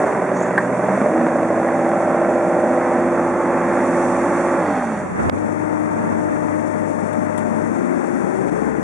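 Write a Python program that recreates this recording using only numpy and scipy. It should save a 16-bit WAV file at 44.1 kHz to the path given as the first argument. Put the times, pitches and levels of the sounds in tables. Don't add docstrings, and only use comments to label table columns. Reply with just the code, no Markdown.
import sys
import numpy as np
from scipy import signal
from scipy.fft import rfft, irfft
from scipy.io import wavfile
from scipy.ndimage import uniform_filter1d

SR = 44100
rng = np.random.default_rng(int(sys.argv[2]) if len(sys.argv) > 2 else 0)


def volts_from_decibels(level):
    exponent = np.asarray(level, float) / 20
    return 10 ** exponent


def generate_wav(sig):
    pcm = np.round(np.clip(np.atleast_2d(sig).T, -1, 1) * 32767).astype(np.int16)
    wavfile.write(sys.argv[1], SR, pcm)


N = 389399
T = np.arange(N) / SR

# mast nearing from and to [s], then camera turning from and to [s].
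STAGES = (2.5, 3.2, 5, 5.4)


def curves(table):
    s, *columns = np.transpose(table)
    return [np.interp(T, s, c) for c in columns]


def ramp(start, end, t=T):
    return np.clip((t - start) / (end - start), 0, 1)


def bump(x, centre, width, db):
    return db * np.exp(-((x - centre) / width) ** 2)


def unit(x):
    return x / np.sqrt(np.mean(x ** 2))


def band(x, lo_hz, hi_hz, order=2):
    return signal.sosfilt(signal.butter(order, [lo_hz, hi_hz], "band", fs=SR, output="sos"), x)


def ring(x, modes):
    out = 0
    for k, (hz, width, db) in enumerate(modes):
        b, a = signal.iirpeak(hz, hz / width, SR)
        out = out + (-1) ** k * volts_from_decibels(db) * signal.lfilter(b, a, x)
    return out


def colour(x, points, size=4096):
    hz, db = np.transpose(points)
    bin_hz = np.arange(size // 2 + 1) * SR / size
    cepstrum = irfft(np.interp(np.log(bin_hz + 1), np.log(hz), db) * np.log(10) / 20)
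    cepstrum[1:size // 2] *= 2
    cepstrum[size // 2 + 1:] = 0
    return signal.fftconvolve(x, irfft(np.exp(rfft(cepstrum))))[:N]


def clicks(seconds, sizes):
    place = np.clip(np.ravel(seconds) * SR, 0, N - 2)
    i = place.astype(int)
    first = np.bincount(i, np.ravel(sizes) * (1 + i - place), N)
    return first + np.bincount(i + 1, np.ravel(sizes) * (place - i), N)


def walk(rate, t=T):
    count = int(N / SR * rate) + 2
    return 1.305 * np.interp(t, np.arange(count) / rate, rng.standard_normal(count))


def load_states(t):
    wakes_s, coasts_s, pulls_s = 1.097, 4.72, 5.24
    idle = 1 - ramp(wakes_s - .08, wakes_s + 0.049, t)
    coast = ramp(coasts_s, coasts_s + 0.065, t) - ramp(pulls_s - .06, pulls_s, t)
    return idle, coast, ramp(*STAGES[2:], t)


def partial(multiple, db, firings, t):
    level = np.interp(T, t, 2 ** .5 * volts_from_decibels(db + 1.0 * walk(6, t)))
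    turns = multiple * firings + rng.random()
    if multiple > 7:
        turns = turns + .05 * np.interp(T, t, walk(9, t))
    return level * np.sin(2 * np.pi * turns)


def whines(firings, hz):
    multiples = (1, 2, 4.39, 6, 12, 24)
    # level in dB at working speed, dB per octave of speed, dB added as the mast nears,
    # dB while coasting, dB once the camera has turned.
    levels = [(-55.5, 27.5, 3, -4, -3), (-45.5, 10.5, 0, 2, 7.5), (-32, 3, 2.5, -10, 2.5),
              (-26, 4, 2, -3.5, 2), (-34, 0, -9, -9, 4.5), (-46, 1.5, 1.5, 5.5, 0.77)]
    at_idle = (3, -5, -0.5, -23.5, 0.3, 0.5)
    in_rev = (0, 0, -1, 3, -9, 0)
    at_top = (2, 0, 1, 4, -5, 0)
    # frequency in Hz, width in Hz, level in dB.
    panels = [(97.4, 15.4, 5), (413.4, 42, -11), (604.4, 35, 9.5), (1358, 27.8, 9.5)]
    # centre in seconds, length in seconds, level in dB.
    pump_gaps = [(1.6, .3, -8), (2.92, .2, -9), (4.05, .12, -5)]
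    t, hz = T[::64], hz[::64]
    near = ramp(*STAGES[:2], t)
    idle, coast, turned = load_states(t)
    out = 0
    for k, idle_db, rev_db, top_db, row in zip(multiples, at_idle, in_rev, at_top, levels):
        db, slope, near_db, coast_db, turned_db = row
        db = db + slope * np.log2(hz / 57)
        db = db + near_db * near + coast_db * coast + turned_db * turned + idle_db * idle
        db = db + rev_db * ramp(7.62, 7.76, t) + top_db * ramp(8.3, 8.35, t)
        db = db + sum(bump(k * hz, *panel) for panel in panels)
        db = db + turned * bump(k * hz, 116.89, 5.1, -13.5)
        if k == 2:
            db = db + bump(t, 5.27, 0.082, 20.1)
        if k == 4.39:
            db = db + 1.2 * walk(2.9, t) - 8 * ramp(8.5, 8.62, t) + bump(t, 5.55, .25, -4)
        if k == 6:
            db = db - 3.5 * ramp(6.65, 6.85, t)
        if k == 12:
            db = db + 3.5 * ramp(5.78, 6.99, t)
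        if k == 24:
            db = db + sum(bump(t, *gap) for gap in pump_gaps)
        out = out + partial(k, db, firings, t)
    return out


def fine_lines(firings, hz):
    orders = (12, 16, 20, 35.1, 36, 37, 38, 39, 40, 42, 43, 43.9, 45, 46, 49, 52, 53, 54, 55, 56, 57, 60,
              61, 64, 68, 69, 70, 72, 76, 80, 86, 88, 92, 104, 109, 120, 124, 128, 144, 156, 166.3, 240)
    # level in dB as revs settle, as the high mast sinks, as it nears the cab,
    # once the camera has turned, in the next rev.
    levels = [(-40, -44, -41, -36, -34), (-47, -44, -46, -43, -42), (-41, -42, -41, -42, -36),
              (-34, -29, -33, -38, -48), (-41, -36, -39, -48, -35), (-54, -56, -42, -48, -43),
              (-35, -38, -36, -43, -40), (-34, -31, -31, -57, -50), (-43, -39, -33, -39, -31),
              (-29, -29, -38, -38, -29), (-29, -44, -44, -45, -42), (-33, -31, -36, -46, -34),
              (-43, -48, -48, -53, -40), (-35, -38, -40, -38, -39), (-55, -41, -47, -58, -39),
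              (-40, -39, -37, -42, -43), (-40, -35, -53, -54, -40), (-44, -48, -41, -46, -35),
              (-36, -39, -44, -41, -41), (-34, -35, -38, -44, -50), (-35, -56, -45, -47, -49),
              (-43, -42, -39, -55, -42), (-47, -45, -36, -42, -56), (-38, -40, -48, -47, -65),
              (-57, -46, -47, -40, -48), (-47, -44, -58, -38, -46), (-47, -59, -46, -40, -57),
              (-45, -38, -44, -37, -60), (-60, -46, -38, -43, -48), (-49, -53, -41, -51, -61),
              (-63, -60, -56, -47, -51), (-52, -52, -48, -49, -42), (-54, -53, -46, -55, -48),
              (-51, -52, -48, -48, -48), (-64, -57, -53, -45, -68), (-47, -53, -50, -53, -51),
              (-63, -52, -49, -57, -48), (-54, -51, -53, -61, -68), (-55, -58, -51, -47, -51),
              (-72, -64, -73, -51, -65), (-66, -62, -58, -70, -70), (-78, -74, -72, -80, -80)]
    loads = (2.0, 2.25, 2.9, 3.2, 5, 5.4, 7.65, 7.8)
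    # frequency in Hz, width in Hz, level in dB.
    live_panels = [(615, 47, 3.5), (785.4, 35, 5.5)]
    # frequency in Hz, width in Hz, level in dB.
    favoured = [(517, 69, -0.5), (627, 23.8, 1), (790, 25, 0.5)]
    t, hz = T[::64], hz[::64]
    idle, coast, turned = load_states(t)
    speed_db = -140 * np.abs(np.log10(hz / np.clip(hz, 54 - 4 * turned, 60)))
    last_rev_db = -4 * (ramp(7.6, 7.8, t) + ramp(8.2, 8.35, t))
    settle_db = -2 * (1 - ramp(1.3, 1.9, t)) * (1 - idle)
    out = 0
    for k, levels_db in zip(orders, levels):
        line_hz = k / 4 * hz
        db = np.interp(t, loads, np.repeat(levels_db, 2)[1:-1])
        if k > 30:
            db = db + speed_db
            for at_hz, width, gain in live_panels:
                db = db + bump(line_hz, at_hz, width, np.minimum(-speed_db, 1) * gain - speed_db)
        else:
            db = db - 5 * coast
        if k == 36:
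            db = db + idle * (7.5 - speed_db)
        db = db + last_rev_db + settle_db + 1.5 * walk(4, t)
        db = db + sum(bump(line_hz, *peak) for peak in favoured)
        out = out + partial(k / 4, db, firings, t)
    return out


def clatter(firings, count=120, repeat_db=-9, gate=0.126):
    turns = np.arange(int(firings[-1] / 4) + 1)[:, None]
    place, size = rng.random(count), rng.standard_normal(count)
    loose = rng.standard_normal((200, count, 2))[:len(turns)]
    when = np.interp(4 * (turns + place), firings, T) + .0001 * loose[..., 0]
    strikes = unit(clicks(when, size * volts_from_decibels(5.53 * loose[..., 1])))
    air = rng.standard_normal(N) * (1 + gate * np.cos(2 * np.pi * firings))
    return unit(air) + volts_from_decibels(repeat_db) * strikes


def knock(firings):
    # time in seconds, peak in dB.
    accents = [(0.042, -7), (0.129, -7.5), (0.222, -6.5), (0.317, -9.5), (0.413, -9.5), (0.508, -11.5),
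               (0.599, -17), (0.698, -12), (0.793, -11), (0.885, -8), (0.976, -8), (1.059, -5),
               (1.137, -7.5), (1.211, -7.5), (1.284, -8), (1.357, -4.5), (1.43, -3.5), (1.503, -4),
               (1.574, -9.5), (1.647, -6.5), (1.72, -7), (1.792, -6), (1.864, -5.5), (1.935, -5),
               (2.006, -5), (2.076, -8), (2.147, -10), (2.217, -6), (2.288, -7), (2.359, -3), (2.429, -10),
               (2.499, -9.5), (2.569, -3)]
    # frequency in Hz, width in Hz, level in dB.
    low_ring = [(590, 60, 0), (790, 90, -11), (560, 200, -11)]
    # frequency in Hz, width in Hz, level in dB.
    high_ring = [(859, 84, 9.5), (1076, 60, -13)]
    at = 4 * np.arange(int(firings[-1] / 4)) + 2 - .12
    when = np.interp(at, firings, T)
    s, peak_db = np.transpose(accents)
    accent_db = .8 * (np.interp(when, s, peak_db) + 8)
    random_db = 2.5 * rng.standard_normal(200)[:len(at)]
    blow = band(clicks(when, volts_from_decibels(np.where(when < s[-1], accent_db, random_db))), 350, 1100)
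    hum = .45 * unit(band(rng.standard_normal(N), 570, 635)) * volts_from_decibels(-7 * (ramp(.15, .22) - ramp(1, 1.15)))
    low_db = -26.5 - 0.89 * np.minimum(T, 5) - 14.5 * ramp(2.5, 4.5) + 4 * ramp(7.9, 8.1)
    low_db = low_db + 3.5 * (ramp(.15, 0.32) - ramp(0.86, 1.08))
    lean_s, back_s = 8.5, 8
    high_db = -41.5 + 9.5 * (ramp(lean_s, lean_s + 0.31) - .8 * ramp(back_s - .6, back_s))
    return volts_from_decibels(low_db) * (unit(ring(blow, low_ring)) + hum) + volts_from_decibels(high_db) * unit(ring(blow, high_ring))


def cab(drive, covered):
    # frequency in Hz, gain in dB.
    response = [(40, -37.5), (90, -21.5), (140, -13.5), (175, 0.5), (300, 2.5), (430, -3), (600, -4.5),
                (1000, -6.5), (1900, -12), (2300, -19), (3000, -33.5), (4300, -38.5), (5800, -30),
                (9000, -29.5), (11200, -40.5)]
    # time in seconds, effort in dB.
    engine = [(0, 2), (.25, 0), (.8, 0), (1.05, 2), (1.5, -0.5), (2.0, 0.5), (3.75, 0), (4.5, 0.5),
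              (4.92, -3), (4.96, -3), (5.14, -3.5), (5.22, 3), (5.36, -0.5), (5.5, -1), (6.0, 0.5),
              (7.25, 0.5), (8.5, 3.5), (8.83, 1)]
    # time in seconds, flow in dB.
    oil = [
        (0, 0),
        (3.5, 0),
        (4.0, 3.5),
        (4.5, 2.5),
        (4.75, 2),
        (5.75, 1.5),
        (7.0, 1.5),
        (8.83, -0.5),
    ]
    x = colour(drive, response)
    (effort,), (flow,) = curves(engine), curves(oil)
    drone_db = -18.5 + 1.34 * effort - 0.0531 * flow + 2 * covered
    clatter_db = -27 + 0.64 * effort + .5 * flow - 0.5 * covered
    hiss_db = -44 + 1.16 * effort + 1.36 * flow + 0.01 * covered
    step_db = -2.5 * (ramp(0.155, 0.24) - ramp(0.95, 0.94))
    boom = unit(band(x, 28.5, 334.0)) * volts_from_decibels(drone_db - 8.5 + 2.26 * covered + 0.456 * walk(7.2))
    drone = unit(band(x, 385.2, 857)) * volts_from_decibels(drone_db - 9.5 - 3.68 * covered + step_db + 0.71 * walk(11))
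    rattle = unit(band(x, 676, 3650.0)) * volts_from_decibels(clatter_db - 1.58 + 0.7 * walk(10))
    air = rng.standard_normal(N) * volts_from_decibels(.8 * walk(40) + .5 * walk(5))
    hiss = unit(band(colour(air, response), 2892.0, 16800)) * volts_from_decibels(hiss_db)
    return boom - drone + rattle, hiss


def microphone(x):
    # frequency in Hz, width in Hz.
    notches = [(3000, 256), (4000, 312), (5020, 490)]
    for hz, width in notches:
        b, a = signal.iirnotch(hz, hz / width, SR)
        x = signal.lfilter(b, a, signal.lfilter(b, a, x))
    return signal.sosfilt(signal.cheby2(8, 37, 11950, fs=SR, output="sos"), x)


def mast_rattles():
    # start in seconds, level in dB, ring in seconds, share of heavy parts in dB.
    hits = [
        (.577, -24, .09, 26),
        (.876, -33, .03, -40),
        (1.062, -30, .03, -40),
        (1.734, -30, .02, -40),
        (1.889, -20, .02, -30),
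        (7.084, -25, .02, -40),
        (7.13, -16, .04, -40),
        (7.377, -13, .1, -30),
        (8.039, -23, .04, -40),
    ]
    # frequency in Hz, width in Hz, level in dB.
    modes = [(1130, 120, -9), (1590, 100, -5), (1850, 120, -4), (760, 250, -10), (3000, 1800, -12),
             (6000, 900, -13), (8800, 2500, -10)]
    # time in seconds, level in dB, pitch in Hz.
    squeal = [
        (.3, -67, 6200),
        (.37, -44.5, 6400),
        (.4, -44, 6600),
        (.43, -44.5, 6900),
        (.46, -49.5, 6900),
        (.52, -59.5, 6700),
    ]
    light, heavy, tail = np.zeros(N), np.zeros(N), T[:SR // 5]
    for s, db, ring_s, heavy_db in hits:
        burst = volts_from_decibels(db) * rng.standard_normal(len(tail)) * np.exp(-np.log(1000) * tail / ring_s)
        light[int(s * SR):][:len(tail)] += burst
        heavy[int(s * SR):][:len(tail)] += 4 * volts_from_decibels(heavy_db) * burst
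    steel = band(ring(heavy, modes[:4]), 450, 2400) + ring(light, modes[4:])
    squeak_db, hz = curves(squeal)
    wobble = uniform_filter1d(rng.standard_normal((2, N)), int(SR / 1200), axis=1)
    phase = 2 * np.pi * np.cumsum(hz) / SR
    squeak = unit(wobble[0] * np.cos(phase) + wobble[1] * np.sin(phase))
    return steel + volts_from_decibels(squeak_db + 2.0 * walk(60)) * squeak


def limiter(x):
    # time in seconds, left spike in dB, right spike in dB, sign of the right, duck in dB.
    overloads = [(.5809, -10, -9, 1, -3), (1.2855, -24, -22, 1, -2), (1.432, -23, -21, 1, -2),
                 (5.297, -60, -2, -1, -17), (5.2971, -6, -60, 1, 0), (5.2977, -60, -5, 1, 0),
                 (5.2995, -60, -7, 1, 0), (5.379, -28, -22, -1, 0), (5.385, -26, -20, -1, 0),
                 (8.485, -19, -28, -1, 0), (8.497, -18, -26, -1, -8)]
    for s, left_db, right_db, sign, duck_db in overloads:
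        recover_s = .009 - .0009 * duck_db
        near = slice(int((s - .01) * SR), int((s + .1) * SR))
        late = T[near] - s
        spike = np.exp(-np.abs(late) / .00012) - .35 * np.exp(-((late - .0005) / .0004) ** 2)
        duck = volts_from_decibels(duck_db * np.clip((late - .003) / .002, 0, 1) * np.exp(-(late / recover_s) ** 2))
        x[:, near] = x[:, near] * duck + spike * np.array([[volts_from_decibels(left_db)], [sign * volts_from_decibels(right_db)]])
    return np.clip(x, -.95, .95)


def shaken_panels():
    # frequency in Hz, width in Hz, level in dB.
    shaken = [(572, 34, 0), (654, 30.6, -4), (785, 36, -2.5), (940, 36, -8.5)]
    start, end = 4.56, 5.03
    hum = 0
    for hz, width, db in shaken:
        hum = hum + volts_from_decibels(db + 4 * walk(9)) * unit(ring(rng.standard_normal(N), [(hz, width, 0)]))
    return volts_from_decibels(-34) * hum * (ramp(start, start + 0.06927) - ramp(end - .05, end))


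def rub(rub_db):
    grains = rng.standard_normal(N) * volts_from_decibels(2.1 * walk(60))
    return volts_from_decibels(rub_db) * unit(band(band(grains, 71, 517, order=1), 64.5, 1654.0, order=3))


def finger_ticks():
    # time in seconds, level in dB.
    ticks = [(5.208, -34), (5.26, -32), (5.272, -34), (5.87, -40), (6.1235, -38), (6.247, -40),
             (6.326, -37), (6.543, -36), (7.35, -38), (7.60, -41), (7.6445, -37), (8.09, -40), (8.44, -38),
             (8.706, -41)]
    s, db = np.transpose(ticks)
    return clicks(s, volts_from_decibels(db)) * np.array([[.25], [.6]])


def scene():
    # time in seconds, firing rate in Hz.
    speed = [(0, 48.66), (.2, 41.61), (.76, 42.11), (.98, 45.22), (1.13, 54.08), (1.5, 55.13), (2.2, 57.01),
             (3.0, 57.38), (4.57, 57.62), (4.78, 42.12), (5.02, 31.94), (5.15, 30.13), (5.39, 51.15),
             (7.63, 50.78), (7.81, 58.33), (8.28, 58.52), (8.6, 72.59), (8.83, 73.75)]
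    # time in seconds, skin rub in dB.
    skin_drag = [
        (0, -47.5),
        (4.75, -34),
        (5.0, -32.5),
        (5.07, -24),
        (5.29, -14.5),
        (5.4, -29.5),
        (5.78, -30.5),
        (6.0, -21.5),
        (6.75, -34.5),
        (8.83, -33),
    ]
    hz, = curves(speed)
    firings = np.cumsum(hz) / SR
    covered, (rub_db,) = ramp(4.985, 5.18), curves(skin_drag)
    opening = 1 - covered * (1 - 0.07 * ramp(5.26, 5.37))
    right_hiss_db = covered * (-17.5 + 0.57 * (rub_db + 30.5))
    body, hiss = cab(clatter(firings), 1 - opening)
    other_body, other_hiss = cab(rng.standard_normal(N), 1 - opening)
    heard = body + whines(firings, hz) + fine_lines(firings, hz) + knock(firings) + shaken_panels()
    hits, skin = mast_rattles(), rub(rub_db - 1)
    cross = 0.2058
    share = (opening - cross) / (1 - cross * opening)
    apart = volts_from_decibels(-9.0) * band(other_body, 794, 2950, order=1)
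    apart = apart + volts_from_decibels(-10.5) * band(other_body, 110, 6000, order=1)
    leak = 0.38 * (1 - opening) * band(heard, 22.4, 180.0)
    right = volts_from_decibels(1.3633) * (share * (heard + hits) + leak + (0.126 + 0.675 * opening) * apart) + skin
    right += volts_from_decibels(right_hiss_db + 1.04) * (0.072 * np.sign(share) * hiss + 1.075 * other_hiss)
    return np.array([heard + hits + hiss - cross * skin, right])


def top_cut(x):
    return signal.sosfilt(signal.butter(12, 14083, fs=SR, output="sos"), x)


def record(dry):
    x = limiter(microphone(dry) + finger_ticks())
    return top_cut(x)


dry = scene()
out = record(dry)
generate_wav(out)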